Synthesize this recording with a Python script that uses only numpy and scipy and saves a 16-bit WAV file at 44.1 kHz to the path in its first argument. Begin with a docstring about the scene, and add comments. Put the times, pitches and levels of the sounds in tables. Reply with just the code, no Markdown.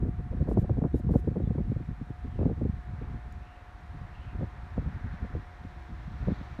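"""An open paved yard, with one microphone standing in a breeze.
Turbulence at the microphone port rumbles and thumps in gusts, then eases. Distant road noise
slowly swells behind a steady electrical hum, with one passing car and a brief, sagging drone.
Far birds whistle faintly, leaves rustle once, and there is one tiny tick close by, over a faint hiss."""
import sys
import numpy as np
from scipy import signal
from scipy.fft import rfft, irfft
from scipy.io import wavfile
from scipy.ndimage import uniform_filter1d

SR = 44100
rng = np.random.default_rng(int(sys.argv[2]) if len(sys.argv) > 2 else 0)


def digitize_waveform(pressure):
    """Quantize a signal to 16-bit integers and store it at the path in sys.argv[1].

    Rows of a 2-D input are taken as channels; values are limited to [-1, 1].
    """
    field = np.atleast_2d(pressure).T
    bounded = np.clip(field, -1, 1)
    quanta = np.round(bounded * 32767).astype(np.int16)
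    wavfile.write(sys.argv[1], SR, quanta)


N = 291060
TIME = np.arange(N) / SR


def wind():
    """Wind right on the microphone: the port colours the turbulence and sheds its lows and highs."""
    # The port's response to wind. Each row: frequency in Hz, gain in dB.
    port = [(15, -13.5), (28, -9), (50, 2.5), (100, 2), (170, 2), (270, -0.5), (345, -4.5), (500, -0.5),
            (800, -4), (1250, -5), (2000, -7), (4000, -22)]
    air_db = wind_force()
    turbulence = rumble(air_db) + buffets(air_db)
    padded = N + SR
    hz = np.fft.rfftfreq(padded, 1 / SR)
    air = irfft(rfft(turbulence, padded) * response(port, hz), padded)[:N]
    return air * signal.windows.tukey(N, .002)


def wind_force(attack_s=.048, release_s=.025):
    """Strength of the air in dB: each gust rises over the breeze, holds and falls back."""
    # The breeze between gusts. Each row: time in seconds, strength in dB.
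    breeze = [(0, -38), (.27, -37), (.5, -35.5), (1.0, -33.5), (1.2, -32.5), (1.85, -42.5), (2.17, -45.5),
              (2.4, -32), (2.75, -39.5), (3.35, -41.5), (3.46, -52.5), (3.7, -51.5), (3.95, -42),
              (4.65, -44.5), (5.1, -39.5), (5.48, -45), (6.2, -42), (6.55, -44)]
    # Gusts riding on it. Each row: start of the hold in seconds, its length in seconds, rise in dB.
    gusts = [(0, 0.069, 11.5), (0.389, 0.15, 5.5), (1.522, 0.43, 4.5), (2.393, 0.092, 5.5),
             (3.009, 0.13, 5.5), (4.364, 0.1, 7.5), (4.762, .11, 10), (5.335, 0.063, 8), (6.229, 0.1, 7.5)]
    force_db = np.interp(TIME, *np.transpose(breeze))
    for start, length, rise_db in gusts:
        ramp = np.minimum((TIME - start) / attack_s, (start + length - TIME) / release_s)
        force_db += rise_db * np.clip(1 + ramp, 0, 1)
    return force_db


def rumble(air_db, gain_db=-1, top_hz=168, db_per_octave=19, flutter_db=3.5, flutter_hz=25):
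    """Low turbulence: faster air is louder and sheds smaller eddies, so its band reaches higher."""
    # The rumble of slow air. Each row: frequency in Hz, relative level in dB.
    slow_air = [(18, -22.5), (30, -5), (45, -5.5), (62, -2), (90, -5.5), (140, -10), (250, -9), (600, 1)]
    force_db = air_db + flutter_db * drift(flutter_hz)
    reach_hz = top_hz * 2 ** ((force_db - np.median(force_db)) / db_per_octave)
    spectrum = rfft(noise(lambda hz: response(slow_air, hz)))
    hz = np.fft.rfftfreq(N, 1 / SR)
    # the same air is faded between duller and brighter bands
    tops_hz = np.geomspace(60, 400, 6)
    out = np.zeros(N)
    for top, share in zip(tops_hz, np.eye(len(tops_hz))):
        band = unit_rms(irfft(spectrum * eddy_band(hz, top), N))
        out += np.interp(reach_hz, tops_hz, share) * band
    running_rms = np.sqrt(uniform_filter1d(out ** 2, size=SR // 16) + 1e-6)
    return gain_of(force_db + gain_db) * out / running_rms


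def buffets(air_db, gain_db=-1.48, floor_hz=115, passing_s=.0085, lead_s=.00202, lag_s=.00782):
    """Each eddy hits the microphone with a sharp front, a blunt thump and a deeper wake."""
    # The strongest eddies. Each row: time in seconds, relative level in dB, top of the band in Hz.
    strong_eddies = [(0.03, -24.5, 240), (.056, -27.5, 285), (0.087, -24, 240), (0.331, -32, 420),
                     (.347, -28, 170), (.405, -23, 190), (0.421, -26.5, 200), (.477, -30.5, 500),
                     (.487, -22, 380), (.516, -22, 460), (.576, -14.5, 400), (0.587, -16.5, 190),
                     (0.645, -28, 420), (.697, -23, 498), (.711, -20, 185), (0.772, -31, 380),
                     (0.785, -22, 330), (0.821, -20.5, 340), (.842, -25, 580), (0.852, -20.5, 468),
                     (.863, -26, 250), (0.947, -17.5, 293), (1, -29.5, 300), (1.071, -21, 160),
                     (1.095, -25, 440), (1.11, -22.5, 300), (1.12, -17, 130), (1.141, -26, 520),
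                     (1.157, -14.5, 350), (1.278, -18.5, 307), (1.316, -31, 263), (1.362, -26, 420),
                     (1.372, -23.5, 330), (1.403, -26.5, 332), (1.422, -28, 280), (1.476, -24, 217),
                     (1.509, -21, 275), (1.554, -25, 260), (1.585, -25, 414), (1.607, -24.5, 260),
                     (1.618, -29.5, 110), (1.686, -27.5, 140), (1.702, -24.5, 160), (1.719, -23.5, 250),
                     (1.766, -27, 250), (1.804, -28.5, 190), (1.891, -27, 175), (2.015, -28.5, 190),
                     (2.104, -29.5, 250), (2.25, -34, 270), (2.358, -33, 200), (2.393, -24, 394),
                     (2.414, -24, 410), (2.432, -26.5, 460), (2.459, -16, 310), (2.479, -28, 370),
                     (2.498, -26.5, 433), (2.516, -26, 280), (2.616, -21, 320), (2.655, -21.5, 290),
                     (2.694, -23.5, 148), (2.939, -34.5, 170), (3.019, -31.5, 292), (3.096, -39, 230),
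                     (3.148, -35.5, 150), (3.371, -38, 130), (4.35, -35.5, 270), (4.394, -34.5, 250),
                     (4.412, -30.5, 420), (4.43, -26, 330), (4.781, -24.5, 390), (4.795, -26, 120),
                     (4.826, -40, 280), (4.864, -39, 140), (5.046, -36, 146), (5.14, -34.5, 150),
                     (5.245, -34.5, 370), (5.352, -29.5, 348), (5.366, -34, 121), (5.651, -35, 200),
                     (6.08, -35.5, 150), (6.276, -28, 354), (6.286, -21.5, 376), (6.304, -27.5, 312),
                     (6.322, -22.5, 208), (6.411, -34.5, 260), (6.594, -28, 310)]
    out = np.zeros(N)
    for s, db, top_hz in small_eddies(air_db) + strong_eddies:
        front = gain_of(-7) * swirl(1.68 * top_hz, floor_hz=top_hz, width_s=.002)
        thump = swirl(top_hz, floor_hz, width_s=.66 * passing_s)
        wake = gain_of(-7) * swirl(top_hz=110, floor_hz=floor_hz / 2, width_s=passing_s / 2)
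        for delay, part in (-lead_s, front), (0, thump), (lag_s, wake):
            add(out, s + delay - len(part) / SR / 2, gain_of(db + gain_db) * part)
    return out


def small_eddies(air_db, gain_db=-5.5, scatter_db=1.5, top_hz=210, scatter_octaves=.35, count=60):
    """Weak eddies come at random moments, their level following the strength of the air."""
    times = (np.arange(count) + rng.random(count)) / count * N / SR
    strength, brightness = rng.standard_normal((count, 2)).T
    db = np.interp(times, TIME, air_db) + gain_db + scatter_db * strength
    return list(zip(times, db, top_hz * 2 ** (scatter_octaves * brightness)))


def swirl(top_hz, floor_hz, width_s, rise_share=.41, size=8192):
    """A burst of turbulence, centred in its array, that arrives faster than it leaves."""
    t = (np.arange(size) - size // 2) / SR
    age = np.clip(t / width_s, -20, 20)
    envelope = 1 / (np.exp(-age / rise_share) + np.exp(age))
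    envelope /= envelope.max()
    churn = rfft(envelope * rng.standard_normal(size))
    # the push is spread evenly over the band; only its fine ripple is random
    churn /= np.sqrt(uniform_filter1d(abs(churn) ** 2, size=64) + 1e-12)
    hz = np.fft.rfftfreq(size, 1 / SR)
    colour = eddy_band(hz, top_hz) * hz ** 2 / (hz ** 2 + floor_hz ** 2)
    burst = irfft(churn * colour, size)
    return burst * np.linalg.norm(envelope) / np.linalg.norm(burst)


def eddy_band(hz, top_hz):
    """Turbulence holds little energy above the rate of its smallest eddies."""
    return np.exp(-(hz / top_hz) ** 1.773)


def road(gain_db=6, tyre_hz=2700, waver_db=.5):
    """Far traffic: a dull roar, with tyre hiss on top that wavers in the moving air."""
    # The road's swell. Each row: time in seconds, relative level in dB, tyre brightness in dB.
    traffic = [(0, -63, -15), (.4, -62, -13), (1.0, -64.5, -12), (1.85, -62.5, -11.5), (2.3, -61, -12),
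               (2.65, -63, -11.5), (3.0, -58.5, -14), (3.3, -61, -12), (4.0, -59.5, -12.5),
               (5.25, -57.5, -12.5), (5.65, -60, -10), (6.1, -59, -10), (6.3, -55.5, -11.5),
               (6.6, -58, -9.5)]
    # Its colour from the yard. Each row: frequency in Hz, relative level in dB.
    road_colour = [(60, 7.5), (200, -1), (330, 0.5), (450, -5), (650, -1), (880, 1), (1250, -1),
                   (1800, -2.5), (2300, -9), (2950, -16.5), (3900, -17.5), (4900, -25.5), (5600, -25),
                   (7300, -35), (9500, -48.5), (15000, -44)]
    times, db, tyre_db = np.transpose(traffic)
    roar = noise(lambda hz: response(road_colour, hz))
    tyres = signal.sosfiltfilt(signal.butter(2, tyre_hz, "highpass", fs=SR, output="sos"), roar)
    bright_db = np.interp(TIME, times, tyre_db - np.mean(tyre_db)) + waver_db * drift(13)
    swell = gain_of(gain_db + np.interp(TIME, times, db))
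    return swell * (roar - tyres + gain_of(bright_db) * tyres)


def car():
    """The tyre noise of one car rises briefly out of the distant traffic."""
    return noise_swell(crest_s=5.08, width_s=.22, level_db=-58, centre_hz=1670, width_hz=350)


def drone(start_s=5.65, length_s=.55, pitch_hz=370, sag_hz_per_s=140, level_db=-59):
    """One low note swells, sinks in pitch and fades, perhaps a far engine slowing."""
    out, t = np.zeros(N), np.arange(0, length_s, 1 / SR)
    tone = np.sin(2 * np.pi * np.cumsum(pitch_hz - sag_hz_per_s * t) / SR)
    add(out, start_s, gain_of(level_db) * np.sin(np.pi * t / length_s) * tone)
    return out


def hum(pitch_hz=720, gain_db=2.2, waver_db=.05, wander_rad=.16):
    """One steady tone from electrical equipment, wavering on the breeze."""
    # The hum as the breeze carries it. Each row: time in seconds, relative level in dB.
    carried = [(0, -60.5), (.75, -62.5), (1.3, -63), (1.65, -64.5), (2.0, -67.5), (2.15, -61), (2.6, -65),
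               (2.78, -64.5), (2.88, -59), (3.0, -63.5), (3.12, -62.5), (3.5, -61.5), (3.9, -63.5),
               (4.7, -62.3), (4.88, -68.5), (5.15, -61.8), (5.4, -63.5), (5.88, -62), (6.03, -66.5),
               (6.2, -62), (6.6, -64.5)]
    tone = np.sin(2 * np.pi * pitch_hz * TIME + wander_rad * drift(21))
    db = gain_db + np.interp(TIME, *np.transpose(carried)) - waver_db * drift(7.3)
    return gain_of(db) * unit_rms(tone)


def birds(gain_db=2, direct_db=-8, t60=.27, climb_hz_per_s=3300, drop_hz_per_s=7500):
    """Far whistles that climb slowly and drop quickly, heard mostly as echoes off buildings and trees."""
    # Each row: crest time, rise and fall in seconds, crest pitch in Hz, relative level in dB, quaver in Hz.
    whistles = [(.95, .035, .02, 3830, -75, 190), (1.42, 0.01, .055, 3740, -73.5, 70),
                (2.309, .04, .1, 3160, -72, 80), (3.53, .15, .1, 2930, -68.5, 200),
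                (4.22, .13, 0.12, 2960, -65.5, 220)]
    calls, quaver = np.zeros(N), drift(280)
    for crest, rise, fall, top_hz, db, quaver_hz in whistles:
        t = np.arange(-rise, fall, 1 / SR)
        hz = top_hz + np.minimum(climb_hz_per_s * t, -drop_hz_per_s * t)
        hz += quaver_hz * np.interp(crest + t, TIME, quaver)
        tone = np.sin(2 * np.pi * np.cumsum(hz) / SR)
        add(calls, crest - rise, gain_of(gain_db + db) * tone * signal.windows.tukey(len(t), .3))
    tail = rng.standard_normal(SR) * decay(TIME[:SR], t60)
    echoes = signal.fftconvolve(calls, tail / np.linalg.norm(tail))[:N]
    return gain_of(direct_db) * calls + echoes


def leaves():
    """Leaves in the trees rustle softly once, stirred by the last gust."""
    return noise_swell(crest_s=6.37, width_s=.07, level_db=-68.5, centre_hz=3800, width_hz=600)


def tick(start_s=3.3238, gain_db=-61.5):
    """Something tiny and hard is tapped near the microphone and rings."""
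    # Its modes. Each row: frequency in Hz, relative level in dB, time to fall 60 dB in seconds.
    modes = [(5800, -3, .012), (6800, -2, .035), (8500, -5, .012), (11220, -4, .014), (13300, -6, .012)]
    out, t = np.zeros(N), TIME[:SR // 10]
    ring = sum(gain_of(db) * decay(t, t60) * np.sin(2 * np.pi * hz * t) for hz, db, t60 in modes)
    add(out, start_s, gain_of(gain_db) * ring)
    return out


def hiss(floor_db=-82, spit_top_hz=11000):
    """A faint steady hiss that jumps up briefly with a few of the hard buffets."""
    # The steady hiss. Each row: frequency in Hz, relative level in dB.
    hiss_colour = [(1000, -12.5), (4000, -2.5), (7000, 0.5), (9500, 0), (10400, -7.5), (11200, -2),
                   (15500, -18)]
    # Short spits of hiss. Each row: start in seconds, length in seconds, level in dB.
    spits = [(0.485, 0.059, -69), (0.573, .055, -69.5), (0.948, 0.055, -69), (1.108, .1, -69.5)]
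    out = gain_of(floor_db) * noise(lambda hz: response(hiss_colour, hz))
    spit = noise(lambda hz: 1 / np.hypot(1, hz / spit_top_hz))
    for start, length, db in spits:
        gate = 1. * (TIME > start) * (TIME < start + length)
        out += gain_of(db) * spit * uniform_filter1d(gate, size=200)
    return out


def noise_swell(crest_s, width_s, level_db, centre_hz, width_hz):
    """A band of noise that swells and fades, bell-shaped in both time and frequency."""
    band = noise(lambda hz: np.exp(-((hz - centre_hz) / width_hz) ** 2 / 2))
    return gain_of(level_db) * np.exp(-((TIME - crest_s) / width_s) ** 2 / 2) * band


def noise(shape):
    """Noise of rms 1 whose amplitude spectrum follows shape(Hz)."""
    white = rfft(rng.standard_normal(N))
    return unit_rms(irfft(white * shape(np.fft.rfftfreq(N, 1 / SR)), N))


def drift(rate_hz):
    """Random wandering of rms 1, mostly slower than rate_hz."""
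    return noise(lambda hz: np.exp(-(hz / rate_hz) ** 2))


def response(points, hz):
    """Amplitude along a curve of (Hz, dB) points, joined on a log frequency axis."""
    points_hz, db = np.transpose(points)
    return gain_of(np.interp(np.log(hz + 1), np.log(points_hz + 1), db))


def decay(t, t60):
    """An envelope that falls 60 dB in t60 seconds."""
    return np.exp(-np.log(1000) * t / t60)


def gain_of(db):
    """Decibels to amplitude."""
    return 10 ** (np.asarray(db) / 20)


def unit_rms(x):
    """Scales to rms 1."""
    return x / np.sqrt(np.mean(x ** 2) + 1e-20)


def add(mix, start_s, sound):
    """Mixes a sound in from start_s on."""
    start = round(start_s * SR)
    sound = sound[max(-start, 0):]
    part = mix[max(start, 0):][:len(sound)]
    part += sound[:len(part)]


def scene():
    """Wind on the microphone over the sounds of the yard, in mono."""
    return (wind() + road() + car() + drone() + hum() + birds() + leaves() + tick() + hiss())[None]


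def record(dry):
    """The recorder's band limit."""
    lowpass = signal.firwin(511, cutoff=15550, window=("kaiser", 9), fs=SR)
    return signal.oaconvolve(dry, lowpass[None], "same")


dry = scene()
out = record(dry)
digitize_waveform(out)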